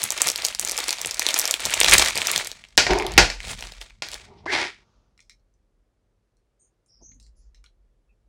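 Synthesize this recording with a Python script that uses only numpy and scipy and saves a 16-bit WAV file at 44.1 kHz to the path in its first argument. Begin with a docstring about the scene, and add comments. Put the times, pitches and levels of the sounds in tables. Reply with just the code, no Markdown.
"""Small room, wooden table: a thin plastic bag crackles as a jointed plastic tool is pulled out of it. The tool
drops on the table, rocks, is dragged up again, then ticks and squeaks softly in the fingers. Film: filtered
snaps over fine crackle. Tool: noise bursts, stick-slip grit and resonances. Low rumble and faint hiss lie
underneath; the loudest snaps and knocks clip at full scale."""
import sys
import numpy as np
from scipy import signal
from scipy.fft import rfft, irfft
from scipy.io import wavfile
from scipy.ndimage import uniform_filter1d

SR = 44100
rng = np.random.default_rng(int(sys.argv[2]) if len(sys.argv) > 2 else 0)


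def log_audio(samples):
    """Write samples as a 16-bit WAV file to the path given in sys.argv[1]."""
    # one column per channel
    frames = np.atleast_2d(samples).T
    # limit to full scale, then quantise
    limited = np.clip(frames, -1, 1)
    pcm = np.round(limited * 32767).astype(np.int16)
    wavfile.write(sys.argv[1], SR, pcm)


N = 365148
POP_LEAD_S = 200 / SR  # silence ahead of the release in a pop


def gain_of(db):
    """Decibels to gain."""
    return 10 ** (np.asarray(db) / 20)


def evened(x):
    """Scales to rms 1."""
    return x / np.sqrt(np.mean(x ** 2) + 1e-20)


def read(points, hz):
    """Looks up a spectrum on a log-frequency axis."""
    f, value = np.transpose(points)
    return np.interp(np.log(hz + 1), np.log(f + 1), value)


def curves(tables):
    """Gains over time of a level column and of columns given against it; silent outside the tables."""
    t, out = np.arange(N) / SR, 0
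    for rows in tables:
        s, db, *rel_db = np.transpose(rows)
        columns_db = [db, *(db + r for r in rel_db)]
        out = out + gain_of([np.interp(t, s, c, -200, -200) for c in columns_db])
    return abs(uniform_filter1d(out, size=200, axis=1))


def colour(x, points):
    """Causal minimum-phase filter with the given spectrum shape, its energy 1."""
    db = np.maximum(read(points, abs(np.fft.fftfreq(8192, 1 / SR))), -90)
    log_gain = np.log(gain_of(db))
    taps = np.fft.ifft(np.exp(np.conj(signal.hilbert(log_gain)))).real[:2048]
    return signal.oaconvolve(x, taps / np.linalg.norm(taps))[:len(x)]


def add(mix, s, sound):
    """Mixes a sound in at a time."""
    part = mix[round(s * SR):][:len(sound)]
    part += sound[:len(part)]


def carrier(hz, count):
    """Complex rotation that follows the frequency hz."""
    return np.exp(2j * np.pi * np.cumsum(hz * np.ones(count)) / SR)


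def resonate(x, hz, width_hz):
    """Shifts hz down to zero, smooths with one pole, and shifts back: a resonance of gain 1."""
    turn = carrier(hz, len(x))
    r = np.exp(-np.pi * width_hz / SR)
    return 2 * (turn * signal.lfilter([1 - r], [1, -r], x / turn)).real


def band(x, hz, width_hz):
    """A steep-sided band that follows hz; rms 1."""
    turn = carrier(hz, len(x))
    lowpass = signal.butter(5, width_hz / 2, fs=SR, output="sos")
    return evened((turn * signal.sosfilt(lowpass, x / turn)).real)


def hump(hz, centre_hz, octaves):
    """A bell-shaped band on a log-frequency axis."""
    return np.exp(-.5 * (np.log2((hz + 1) / centre_hz) / octaves) ** 2)


def hiss():
    """Steady coloured noise: the faint floor."""
    # f/Hz, relative level/dB per Hz
    floor = [(60, -21.5), (100, -1), (150, -14.5), (370, -10), (520, -12), (800, -20), (1500, -24.5),
             (3000, -31), (6000, -33.5), (10000, -38), (12500, -45.5), (16000, -48), (20000, -48)]
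    return gain_of(-76) * evened(colour(rng.standard_normal(N), floor))


def rumble():
    """Shaking of table and stand: three low noise bands, the lowest on its own level curve."""
    # t/s, level/dB, upper bands against it/dB
    shaking = [(0, -64, 2), (.87, -55, -8.5), (1.64, -59, -9.5), (1.96, -32, -0.5), (2.1, -49.5, -3),
               (2.72, -66, -2.5), (2.84, -39, -6), (3.11, -39, -5), (3.2, -24.5, -7), (3.39, -40, -25),
               (3.48, -42, -3), (3.87, -49.5, -21), (3.99, -65.5, 3), (4.15, -50, -12.5), (4.36, -64, 6.5),
               (4.59, -58, 5), (4.73, -68.5, -1), (5.46, -63, -14), (6.85, -76, -9), (7.12, -53.5, -7.5),
               (7.36, -52, -24), (8.28, -64.5, -16)]
    level, upper = curves([shaking])
    a, b, c = rng.standard_normal((3, N))
    return level * band(a, 45, 24) + upper * (band(b, 88, 60) + gain_of(-3) * band(c, 180, 120))


def bag_flops():
    """Low puffs of air as the bag flops: bell-shaped swells of band noise."""
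    # t/s, level/dB
    flops = [(.05, -47), (.27, -44), (.64, -49), (1.07, -48.5), (1.67, -42), (2.18, -40.5), (2.37, -45),
             (3.52, -44), (4.1, -62), (4.3, -54)]
    t, spread_s = np.arange(N) / SR, .025
    puffs = sum(gain_of(db) * np.exp(-((t - s) / spread_s) ** 2) for s, db in flops)
    return puffs * band(rng.standard_normal(N), 140, 210)


def grit(per_s, spread_db, smooth):
    """Random clicks of very uneven size over a smooth share of noise."""
    size = gain_of(spread_db * np.minimum(rng.exponential(1, N), 4)) * rng.choice([-1., 1.], N)
    clicks = size * (rng.random(N) < per_s / SR)
    return (1 - smooth) * evened(clicks) + smooth * rng.standard_normal(N)


def drag():
    """Tool rocking and dragging: stick-slip grit drives the wood below and the hard plastic above."""
    # one list per stretch: t/s, table ring/dB, then against it: hard scrape/dB, dull rub/dB
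    stretches = [
        [(2.84, -60, -16, -34), (2.904, -22, -8.5, -5.5), (3.072, -27, -11.5, -14.5), (3.164, -50.5, 8.5, -4),
         (3.17, -34, 3, -1)],
        [(4.2, -52.5, -11, -14), (4.25, -70.5, 11, 3.5), (4.306, -49, -15.5, -15.5), (4.43, -62, -7.5, -9),
         (4.45, -46, -20.5, -20.5)],
        [(4.462, -28.5, -10, 7.5), (4.472, -37, -12, -30), (4.53, -36.5, 13, 4), (4.638, -39, 12, 3),
         (4.762, -73, 17, -7.5), (4.84, -73, 3.5, -3)],
    ]
    # wood resonances: f/Hz, width/Hz before broadening, level/dB
    wood_modes = [(397, 39, 0.5), (743, 180, -4.5), (1150, 29, -19.5)]
    # hard scrape: f/Hz, relative level/dB per Hz
    scrape = [(590, -39), (1000, -5), (1120, -19), (1200, -5.5), (2150, 4.5), (2710, -3), (4960, -6),
              (10300, -28.5), (14400, -57), (16000, -55.5)]
    ring, hard, dull = curves(stretches)
    slips = grit(per_s=1800, spread_db=2.5, smooth=.2)
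    wood = 0
    for hz, width_hz, db in wood_modes:
        pole_width_hz = 2.1 * width_hz  # two passes narrow it again
        mode = resonate(resonate(slips, hz, pole_width_hz), hz, pole_width_hz)
        wood = wood + gain_of(db) * evened(mode)
    return ring * evened(wood) + hard * evened(colour(slips, scrape)) + dull * band(slips, 680, 900)


def knocks():
    """Each blow gives a crack, a rattle of the joints that dies away, and the ring of the table."""
    # t/s, level/dB, hardness (treble gain)/dB, relative thud/dB
    blows = [(2.777, -4, 6.5, -14.5), (2.867, -12.5, -10, -20), (2.907, -14, -8, 10), (3.178, 3, 1, -4),
             (3.301, -25.5, 6.5, -21), (4.0218, -24.5, 5, -16), (4.4574, -39, -19, -6)]
    # crack and rattle: f/Hz, relative level/dB per Hz
    blow_colour = [(59, -38), (100, -5), (206, -13), (266, -5), (784, 2), (1310, -8), (1420, 2),
                   (1830, 0.5), (2370, 1), (3540, -5.5), (4670, -0.5), (7140, -10.5), (16000, -46.5)]
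    # table top and tool: f/Hz, relative level/dB, t60/s
    table_modes = [(54, 2.5, 0.2), (198, -1.5, 0.11), (358, 1, 0.11), (417.9, 1, 0.13), (795, -7, 0.19)]
    out, t = np.zeros(N), np.arange(SR // 2) / SR
    ring = sum(gain_of(db - 60 * t / t60) * np.sin(2 * np.pi * hz * t) for hz, db, t60 in table_modes)
    highpass = signal.butter(1, 3000, "high", fs=SR)
    for s, db, hard_db, thud_db in blows:
        decay = np.exp(-t / 0.0021) + 0.33 * np.exp(-t / 0.038)
        rattle = colour(2.5 * (t == 0) + rng.standard_normal(len(t)) * decay, blow_colour)
        hardened = rattle + (gain_of(hard_db) - 1) * signal.lfilter(*highpass, rattle)
        add(out, s, gain_of(db) * (hardened + gain_of(thud_db) * 0.18 * ring))
    return out


def joint_ticks():
    """Joints clicking: a noise burst and its rattle excite the joint modes near its centre, unevenly."""
    # t/s, peak/dB, centre f/Hz, spread/octaves, half the rattle's bell decay/s
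    ticks = [(5.177, -47, 4000, 0.97, 0.011), (5.192, -45.5, 2506, 0.91, 0.013),
             (5.204, -41, 4300, 0.92, 0.013), (5.225, -54, 5060, 0.58, 0.031),
             (5.296, -36.5, 4420, 0.62, 0.016), (5.395, -70, 4980, .3, 0.015),
             (5.539, -65, 6800, .25, .015), (6.369, -62, 6470, 0.64, 0.017),
             (6.861, -60.5, 7990, .4, 0.017), (7.118, -51, 2800, 0.65, 0.0084),
             (7.146, -61, 9100, 0.37, 0.013), (7.199, -45.5, 5960, 0.77, 0.011),
             (7.227, -49, 6540, 0.45, 0.026), (7.265, -52, 6000, 0.89, 0.012),
             (7.546, -46.5, 4770, 0.7, 0.021), (7.641, -45, 2590, 1.03, 0.018),
             (7.661, -44.5, 3600, 0.28, 0.0081)]
    # plastic joints: nominal f/Hz, width/Hz before widening, relative level/dB
    joints = [(1420, 360, 2), (2180, 480, 9), (2800, 230, -1), (3470, 300, -2), (4140, 350, 5),
              (5450, 840, 7.5), (6300, 310, 0.5), (7280, 600, 2.5), (8750, 480, 2.5), (10300, 450, -13)]
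    out, t = np.zeros(N), np.arange(4000) / SR
    uneven_db = 3.0 * rng.standard_normal((len(ticks), len(joints)))
    # each tick sits slightly higher or lower in pitch, at random
    pitch_factors = 1 + .025 * rng.standard_normal(len(ticks))
    for (s, db, centre_hz, octaves, half_rattle_s), uneven, pitch in zip(ticks, uneven_db, pitch_factors):
        decay = np.exp(-t / 0.00076) + 0.086 * np.exp(-(t / (2.0 * half_rattle_s)) ** 2)
        shake = rng.standard_normal(len(t)) * decay
        tick = np.zeros(len(t))
        for (hz, width_hz, mode_db), mode_uneven_db in zip(joints, uneven):
            mode_hz, pole_width_hz = hz * pitch, 1.2 * width_hz
            mode = evened(resonate(resonate(shake, mode_hz, pole_width_hz), mode_hz, pole_width_hz))
            tick += gain_of(mode_db + mode_uneven_db) * hump(hz, centre_hz, octaves) * mode
        add(out, s, gain_of(db) * tick / abs(tick).max())
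    return out


def squeaks_and_hisses():
    """Noise bands, narrow to broad, some gliding: squeaks, a hollow scrape ring, faint lingering hiss."""
    # t/s, length/s (cut at 0.5 s), start f/Hz, end f/Hz, width/Hz, level/dB
    bands = [(4.372, 0.056, 4200, 4190, 3060, -62.5), (4.464, 0.13, 1736, 2270, 700, -28),
             (4.751, 0.53, 4394, 4410, 4500, -78), (4.75, 0.56, 692, 699, 1494, -71.5),
             (6.592, .11, 8500, 8930, 557, -66), (6.59, 0.13, 6700, 6650, 896, -67.5),
             (6.877, 0.21, 5400, 5070, 757, -62), (7.011, 0.19, 6090, 6600, 753, -51.5),
             (7.004, 0.054, 583, 395, 686, -58.5), (7.1, 0.11, 242, 238, 99.3, -60.5),
             (7.203, 0.12, 4540, 4600, 990, -68), (8.087, .06, 2530, 2560, 250.6, -75),
             (7.348, .2, 6060, 5800, 2600, -74), (7.361, 0.072, 10100, 10100, 1400, -74)]
    out = np.zeros(N)
    for s, length_s, start_hz, end_hz, width_hz, db in bands:
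        noise = rng.standard_normal(SR // 2)
        u = np.minimum(np.arange(len(noise)) / SR / length_s, 1)
        swell = abs(np.sin(np.pi * u ** 0.54)) ** 1.95  # quick rise, slower fade
        add(out, s, gain_of(db) * swell * band(noise, start_hz + (end_hz - start_hz) * u, width_hz))
    return out


def pops(centre_hz, octaves, fizz_s, noise):
    """One row per pop: a sudden release and its fizz through a band; peak 1, starting POP_LEAD_S in."""
    t = np.arange(noise.shape[1]) / SR - POP_LEAD_S
    fizz = (t >= 0) * noise * np.exp(-abs(t) / fizz_s)
    release = fizz + 3.64 * (abs(t) < .5 / SR)
    out = irfft(rfft(release) * hump(np.fft.rfftfreq(len(t), 1 / SR), centre_hz, octaves))
    return out / abs(out).max(1, keepdims=True)


def crackle(count, per_s, spread_db, smooth):
    """Countless small pops, each family with its own colour, over a smooth share of noise."""
    centres_hz = np.geomspace(700, 13000, count)[:, None]
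    shapes = pops(centres_hz, 1.0, .0009, rng.standard_normal((count, 800)))
    size = gain_of(spread_db * np.minimum(rng.exponential(1, N), 3)) * (rng.random(N) < per_s / SR)
    family = rng.integers(0, count, N)
    grains = np.zeros(N)
    for k, shape in enumerate(shapes):
        grains += signal.oaconvolve(size * (family == k), shape / np.linalg.norm(shape))[:N]
    return (1 - smooth) * evened(grains) + smooth * rng.standard_normal(N)


def film_bed(level):
    """Film sliding in the hands: fine crackle, duller flap of the sheet and bright sizzle."""
    # f/Hz, relative level/dB per Hz: crackle, flapping sheet, sizzle
    film = [(590, -30.5), (1000, -11.5), (1300, -4), (1900, 1), (2210, 5), (2720, -0.5), (3950, 0),
            (8000, -6), (10400, -25.5), (17600, -120)]
    film_low = [(140, -35.5), (230, -2.5), (323, -11), (370, 2.5), (441, -4.5), (683, 4), (1400, -11),
                (1820, -24), (3080, -120)]
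    film_top = [(4120, -21), (7000, 3), (10100, -1), (12600, -20.5), (14500, -7), (16000, -13.5)]
    surge = level / (uniform_filter1d(level, round(0.18 * SR)) + 1e-6)
    flap = level * gain_of(-10.5) * surge ** 0.83  # sudden moves add flap and sizzle
    dull = np.minimum(level / gain_of(-40.5), 1) ** .4  # faint rustle loses its top
    sizzle = dull * level * gain_of(-10) * surge ** .7
    # gentle sliding hisses more than it crackles
    smooth = np.clip(0.57 + 0.17 * np.exp(-level / .004), 0, 1)
    bed = crackle(count=14, per_s=830, spread_db=4.0, smooth=smooth)
    bed = bed * gain_of(3.0 * band(rng.standard_normal(N), 30, 44))  # creases give way in clumps
    layers = (level, film), (flap, film_low), (sizzle, film_top)
    return sum(gain * evened(colour(bed, points)) for gain, points in layers)


def lesser_snaps(rustle):
    """Times, levels and pitches of random small snaps that follow the rustle."""
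    per_s, end_s = 40, 4.3
    place, size, pitch = rng.random((round(per_s * end_s), 3)).T
    s = place * end_s
    rustle_db = 20 * np.log10(rustle[(s * SR).astype(int)])
    db = rustle_db + 9 - 2 * np.log(np.maximum(size, .05))
    return [s, db, 3500 * 2 ** (0.41 * (2 * pitch - 1))]


def film_snaps(rustle):
    """Creases giving way, listed and random; low and bright parts depend on pitch, bright also on level."""
    # creases that snap on their own: t/s, level/dB, centre f/Hz
    creases = [(.0323, -11.5, 7240), (.0386, -3.5, 10300), (0.0525, -22, 4050), (.105, -6, 6400),
               (.1212, -9.5, 8100), (.1774, -13, 5200), (.218, 0.5, 7000), (.2717, -4, 7400),
               (.2817, -6.5, 6040), (.2874, -5.5, 5460), (.3009, -9.5, 6040), (0.3172, -14, 5960),
               (.3592, -12, 5260), (.378, -18.5, 7580), (0.4213, -16.5, 4940), (.4453, -15, 5320),
               (.4499, -4.5, 5100), (.4557, -10.5, 5160), (.4663, -9, 7700), (.485, -15, 5000),
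               (.5489, -17, 4570), (.5959, -4, 7100), (.6132, -14, 8850), (.6493, -6.5, 7500),
               (.6751, -12, 5840), (.6864, -14, 5280), (.6957, -9.5, 5800), (.7126, -12, 7300),
               (0.7182, -14, 6540), (0.768, -20, 7170), (.7773, -11, 5860), (.7889, -13, 6860),
               (.8034, -12.5, 4900), (.8408, -14, 5000), (.8827, -9.5, 6300), (.8922, -8, 5140),
               (.907, -7.5, 5500), (.9285, -11.5, 4970), (.985, -19, 4340), (1.0154, -11, 6200),
               (1.0481, -15.5, 2480), (1.0595, -10, 7600), (1.0718, -13, 8050), (1.1107, -11, 5560),
               (1.1443, -13.5, 7050), (1.1707, -21, 4400), (1.1951, -3, 6050), (1.2204, -14.5, 2380),
               (1.2279, -14, 7040), (1.2659, -2.5, 4100), (1.2881, -6.5, 3800), (1.307, -10.5, 4170),
               (1.3423, -5.5, 5900), (1.3788, -9.5, 9600), (1.3896, -2, 9500), (1.3963, -6.5, 7300),
               (1.4052, -11.5, 10000), (1.4156, -11, 4950), (1.4548, -6.5, 5200), (1.4769, -10, 7340),
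               (1.5105, -4.5, 6100), (1.5405, -5.5, 3730), (1.6042, -17.5, 6800), (1.6534, -6, 4840),
               (1.659, -9, 5900), (1.7061, -14, 7600), (1.7386, -6.5, 3425), (1.7414, -6.5, 7300),
               (1.8027, 2.5, 7000), (1.8133, -1, 2700), (1.8332, -3.5, 5370), (1.8454, 1.5, 3700),
               (1.884, -1.5, 4040), (1.8961, -5.5, 7620), (1.9125, -1, 6000), (1.9225, -5.5, 2350),
               (1.9318, -4, 2500), (1.9364, 5.5, 8350), (1.9398, -.5, 4500), (1.9813, -3, 5070),
               (1.9832, 1.5, 6130), (1.996, -1.5, 3800), (2.0483, -10, 5850), (2.0768, -17, 5000),
               (2.0851, -11.5, 5400), (2.1032, -16, 6300), (2.1557, -13.5, 5000), (2.169, -15.5, 2520),
               (2.1763, -10, 5080), (2.2177, -10.5, 2760), (2.2709, -6.5, 6340), (2.2826, -18, 2520),
               (2.2971, -19, 4890), (2.3148, -6.5, 9900), (2.3402, -24, 2630), (2.3611, -4.5, 3900),
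               (2.378, -7.5, 6260), (2.447, -22, 5600), (2.4719, -16, 6600), (2.5158, -19, 4300),
               (2.6394, -33.5, 2500), (2.6506, -36, 2856), (2.6872, -40.5, 4840), (2.772, -20.5, 6930),
               (2.9341, -13.5, 1670), (2.9869, -16.5, 5950), (2.9996, -17, 2040), (3.0237, -17, 1790),
               (3.0663, -16, 3700), (3.1197, -22.5, 6600), (3.1382, -21.5, 4300), (3.4039, -23, 2600),
               (3.4533, -38, 2600), (3.4701, -44, 3000), (3.4822, -24, 4100), (3.5144, -24, 6630),
               (3.5329, -25, 3500), (3.5912, -26, 3950), (3.6087, -21.5, 5800), (3.6251, -22, 2490),
               (3.6391, -28.5, 2950), (3.6707, -26, 4050), (3.7212, -28, 4000), (3.783, -36, 3000),
               (3.8142, -25, 2950), (3.9062, -40.5, 2600), (4.0869, -21, 3940), (4.1168, -22.5, 5600),
               (4.1428, -20, 4370)]
    s, db, hz = np.hstack([np.transpose(creases), lesser_snaps(rustle)])[:, :, None]
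    draws = rng.standard_normal((len(s), 802))
    noise, octave = draws[:, 2:], np.log2(hz / 4000)
    low_db = -17 - 5.5 * octave + 3.5 * draws[:, :1]  # deeper creases move more sheet
    top_db = -8.5 + octave + 2.5 * draws[:, 1:2]
    top_db = top_db + 1.06 * np.minimum(db + 19, 0)  # snaps under -19 dB are duller
    fizz_s = 0.0011 * gain_of(0.067 * np.maximum(db, -50))  # larger creases take longer to give way
    pop = pops(hz, 1.0, fizz_s, noise)
    pop = pop + .5 * pops(hz, 0.3, fizz_s, noise)  # each crease rings at its own pitch
    pop = pop + gain_of(top_db) * pops(7500, 0.82, 1.4 * fizz_s, noise)
    thump = np.roll(pops(610, 0.86, 0.0012, noise), round(.0012 * SR), axis=1)
    pop = pop + gain_of(low_db) * thump  # the sheet follows a moment later
    out = np.zeros(N)
    for start_s, sound in zip(s[:, 0], gain_of(db) * pop):
        add(out, max(start_s - POP_LEAD_S, 0), sound)
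    out = signal.lfilter(*signal.butter(1, 11000, fs=SR), out)  # the film radiates less at the very top
    return out + .75 * resonate(out, 2200, 460)  # the pouch of air in the bag


def bag():
    """Listed snaps, with small random snaps and a film bed that follow the rustle level."""
    # one list per stretch: t/s, level/dB
    stretches = [
        [(0, -32), (.09, -38.5), (.28, -29.5), (.33, -38.5), (.48, -35.5), (.58, -46.5), (.62, -37.5),
         (.9, -33), (.96, -38.5), (1.18, -39), (1.3, -31), (1.48, -31.5), (1.55, -38.5), (1.66, -30.5),
         (1.71, -32), (1.79, -32), (1.875, -22.5), (1.93, -16.5), (1.96, -15), (1.978, -26.5), (2.0, -19),
         (2.09, -26), (2.13, -38.5), (2.17, -30.5), (2.38, -29), (2.55, -51.5), (2.76, -65)],
        [(3.3, -50), (3.39, -54.5), (3.44, -40.5), (3.52, -33.5), (3.566, -49), (3.616, -42.5), (3.796, -54.5),
         (3.808, -45), (4.01, -76.5)],
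        [(4.03, -52.5), (4.138, -42.5), (4.26, -56.5), (4.31, -75)],
    ]
    level = curves(stretches)[0]
    return film_snaps(level + 1e-12) + film_bed(level)


def room(x):
    """Sparse taps of random sign, one in every 20 samples, each band dying at its own speed."""
    # f/Hz, t60/s
    decay = [(100, 0.35), (400, 0.1), (1100, 0.092), (2900, 0.13), (7700, 0.14), (15000, 0.15)]
    taps = np.zeros(SR // 2)
    at = np.arange(140, len(taps) - 20, 20)
    taps[at + rng.integers(0, 20, len(at))] = rng.choice([-1., 1.], len(at))
    hz, t, z = signal.stft(taps, SR, nperseg=256)
    fade = gain_of(-60 * t / read(decay, hz)[:, None])
    tail = signal.istft(z * fade, SR, nperseg=256)[1]
    return signal.fftconvolve(x, tail / np.linalg.norm(tail))[:N]


def scene():
    """All sources near the microphone, with the table echo, the room and a faint floor."""
    background = hiss() + rumble() + bag_flops()
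    tool = drag() + knocks()
    hand = joint_ticks() + squeaks_and_hisses()
    film = bag()
    near = film + tool + hand
    near = near + 0.056 * np.pad(near, (round(.0022 * SR), 0))[:N]  # bounce off the table top
    wet = room(gain_of(-11.5) * (film + tool) + gain_of(-6.5) * hand)
    return (near + wet + background)[None]


def record(dry):
    """The microphone drops the deepest bass, the converter clips at full scale; then the band limit."""
    mic = signal.lfilter(*signal.butter(2, 30, "high", fs=SR), dry)
    lowpass = signal.firwin(511, 16200, window=("kaiser", 9), fs=SR)
    return signal.oaconvolve(np.clip(mic, -1, 1), lowpass[None], "same")


dry = scene()
out = record(dry)
log_audio(out)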